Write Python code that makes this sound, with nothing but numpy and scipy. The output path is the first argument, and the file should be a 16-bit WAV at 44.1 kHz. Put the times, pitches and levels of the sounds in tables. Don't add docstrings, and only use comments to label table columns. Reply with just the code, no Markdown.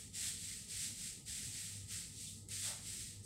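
import sys
import numpy as np
from scipy import signal
from scipy.fft import rfft, irfft
from scipy.io import wavfile

SR = 44100
rng = np.random.default_rng(int(sys.argv[2]) if len(sys.argv) > 2 else 0)


def store_wav(level_fs):
    pcm = np.round(np.clip(np.atleast_2d(level_fs), -1, 1) * 32767)
    wavfile.write(sys.argv[1], SR, pcm.T.astype(np.int16))


N = 143325

# frequency in Hz, relative level in dB.
RUB_SPECTRUM = [(500, -15), (1400, -12), (1700, -12.5), (1900, -8), (2300, -9.5), (2850, -9), (3400, -7),
                (4500, -5), (6400, -5.5), (7200, -3), (7450, 0.5), (8450, 1.5), (9300, -4.5), (10300, -9.5),
                (13000, -18.5), (15700, -24)]
# start, rise and hold in seconds, fade in dB per second,
# level on gripping and on letting go in dB before thinning, low edge at full pressure in Hz.
FINGER_STROKES = [(-.06, 0.031, 0.047, 90, -53, -52.5, 1670), (0.123, 0.036, 0.099, 68, -46, -40.5, 1570),
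                  (0.344, 0.086, 0.095, 39, -48, -47.5, 1710), (0.67, 0.048, .13, 85, -45.5, -42, 1550),
                  (0.902, 0.14, 0.053, 81, -45.5, -47, 1570), (1.249, 0.039, 0.17, 64, -46, -46, 1620),
                  (1.488, 0.056, 0.077, 19, -47.5, -46.5, 1570), (1.867, 0.06, 0.051, 52, -44, -46, 1340),
                  (2.102, .11, 0.09, 73, -49, -50.5, 2400), (2.479, 0.048, .11, 51.5, -45, -44, 1480),
                  (2.614, 0.032, 0.038, 146, -42.5, -42.5, 1180), (2.78, .11, 0.13, 51, -47, -47.5, 1660),
                  (3.221, 0.07, .05, 80, -46.5, -54, 4500)]
def rubbing():
    return sum(stroke(pressure(*gesture), edge_hz) for *gesture, edge_hz in FINGER_STROKES)


def stroke(push, edge_hz, thin_db_per_octave=29.5, fizz_hz=11300):
    frames = dict(fs=SR, nperseg=256, noverlap=192)
    hz, t, hiss = signal.stft(shaped(friction(), colour(RUB_SPECTRUM)), **frames)
    firmness = np.interp(t * SR, np.arange(N), push / push.max())
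    ease_db = 20 * np.log10(np.maximum(firmness, .01))
    low_edge_hz = edge_hz * 2 ** (-ease_db / thin_db_per_octave)
    fizz_fade = amp(0.066 * ease_db * highpass(fizz_hz, hz[:, None]))
    thinned = hiss * highpass(low_edge_hz, hz[:, None]) * fizz_fade
    return push * signal.istft(thinned, **frames)[1][:N]


def pressure(start, rise, hold, fade, grip_db, release_db, lift_db_per_s2=122):
    t = np.arange(N) / SR - start
    slide_db = np.interp(t, [rise, rise + hold], [grip_db, release_db])
    lift_s = np.clip(t - rise - hold, 0, 1)
    return np.clip(t / rise, 0, 1) * amp(slide_db - fade * lift_s - lift_db_per_s2 * lift_s ** 2)


def friction(catches_per_s=2500, spread_db=3, catch_share=0.16, flutter_db=0.55, flutter_hz=43.6):
    size = amp(spread_db * np.minimum(rng.exponential(1, N), 4))
    catches = size * rng.choice([-1, 1], N) * (rng.random(N) < catches_per_s / SR)
    slips = np.sqrt(1 - catch_share) * rng.standard_normal(N) + np.sqrt(catch_share) * unit(catches)
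    flutter = noise(1 / (1 + (freqs() / flutter_hz) ** 2))
    return slips * amp(flutter_db * flutter)


# start, rise and hold in seconds,
# fade in dB per second, level on gripping and on letting go in dB, resonance in Hz.
FIRM_PUSHES = [(.22, 0.022, 0.023, 160, -63, -54.5, 3400), (0.493, .012, .015, 300, -62, -64, 2100),
               (2.266, 0.011, 0.0096, 247, -55, -59, 3630), (2.62, 0.016, 0.048, 167, -55, -57.5, 3520)]
def rasping(width_hz=480):
    return sum(pressure(*gesture) * shaped(friction(), resonance(hz, width_hz))
               for *gesture, hz in FIRM_PUSHES)


# frequency in Hz, relative level in dB.
SCUFF_SPECTRUM = [(250, -26), (480, -1.5), (650, 10.5), (900, 8), (1100, 13), (1300, 7.5), (2200, 2.5),
                  (3500, -24), (7000, -44)]
# start, rise and hold in seconds, fade in dB per second,
# level on gripping and on letting go in dB.
FINGER_DRAGS = [(0.202, 0.023, 0.04, 102, -68.5, -67), (.6, 0.037, 0.26, 70, -82, -75),
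                (1.478, 0.046, 0.025, 92, -76, -77), (2.626, 0.063, 0.027, 101, -55, -56)]
def scuffing():
    return sum(pressure(*drag) for drag in FINGER_DRAGS) * shaped(friction(), colour(SCUFF_SPECTRUM))


def snap(start_s=2.4872, level_db=-44, decay_s=0.0036):
    t = np.arange(N) / SR - start_s
    envelope = (t >= 0) * np.exp(-abs(t) / decay_s)
    return amp(level_db) * envelope * noise(resonance(hz=8200, width_hz=2600))


def reflections(x, delay_s=0.004, t60_s=0.15):
    t = np.arange(SR // 2) / SR
    tail = rng.standard_normal(len(t)) * (t > delay_s) * np.exp(-np.log(1000) * t / t60_s)
    return signal.fftconvolve(x, tail / np.linalg.norm(tail))[:N]


# time in seconds, level in dB before the trim.
HUM_SWELLS = [(0.0, -70), (0.17, -57), (0.55, -63.5), (0.58, -55.5), (1.2, -69.5), (1.28, -60), (1.97, -55),
              (2.06, -63), (2.7, -58.5), (2.71, -69), (3.2, -54), (3.25, -67)]
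def hum(hz=99.5, width_hz=10, waver=.7, trim_db=-0.5):
    t = np.arange(N) / SR
    tone = np.sin(2 * np.pi * (hz * t + rng.random()))
    wavering = unit(tone + waver * noise(resonance(hz, width_hz)))
    return amp(trim_db + np.interp(t, *np.transpose(HUM_SWELLS))) * wavering


# frequency in Hz, width in Hz, level in dB.
ROOM_DRONES = [(159.7, 16, -68), (208.4, 36, -69.5), (477, 7, -83), (603.2, 27, -90.5), (1263, 60, -85)]
def drones():
    return sum(amp(db) * noise(resonance(hz, width)) for hz, width, db in ROOM_DRONES)


# frequency in Hz, relative level in dB.
RUMBLE_SPECTRUM = [(20, -18), (36, -13), (52, -2.5), (66, 1), (80, -3), (125, -1.5), (190, -8), (260, -11),
                   (330, -17.5), (480, -19.5), (570, -27.5), (680, -38), (820, -25), (1000, -30),
                   (1500, -44.5), (2000, -28), (2700, -55), (4200, -32.5), (6000, -41.5), (8200, -36),
                   (11000, -45), (15000, -49)]
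def rumble(level_db=-59.5, drift_db=3, drift_hz=10.7):
    bands = np.zeros(N)
    edges_hz = np.geomspace(20, 20000, 25)
    spectrum = rfft(noise(colour(RUMBLE_SPECTRUM)))
    for lo, hi in zip(edges_hz, edges_hz[1:]):
        band = irfft(spectrum * (freqs() >= lo) * (freqs() < hi), N)
        drift = noise(1 / (1 + (freqs() / drift_hz) ** 4))
        bands += band * amp(drift_db * drift)
    return amp(level_db) * unit(bands)


def amp(db):
    return 10 ** (np.asarray(db) / 20)


def unit(x):
    return x / np.sqrt(np.mean(x ** 2) + 1e-30)


def freqs():
    return np.fft.rfftfreq(N, 1 / SR) + 1e-3


def colour(points):
    hz, db = np.transpose(points)
    return amp(np.interp(np.log(freqs()), np.log(hz), db))


def shaped(x, gain):
    return unit(irfft(rfft(x) * gain, N))


def noise(gain):
    return shaped(rng.standard_normal(N), gain)


def resonance(hz, width_hz):
    return 1 / (1 + ((freqs() - hz) / width_hz * 2) ** 2)


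def highpass(edge_hz, hz, order=4.1):
    return 1 / np.sqrt(1 + (edge_hz / (hz + 1)) ** (2 * order))


def scene(reflections_db=-10.5):
    hands = rubbing() + rasping() + scuffing() + snap()
    walls = amp(reflections_db) * reflections(hands)
    mono = hands + walls + hum() + drones() + rumble()
    return np.array([mono, mono])


def record(dry, hollow_db=-10, cutoff_hz=15800):
    dip = amp(hollow_db * resonance(hz=1070, width_hz=187))
    hollowed = irfft(rfft(dry) * dip, N)
    lowpass = signal.firwin(801, cutoff_hz, window=("kaiser", 9), fs=SR)
    return signal.oaconvolve(hollowed, lowpass[None], "same")


dry = scene()
out = record(dry)
store_wav(out)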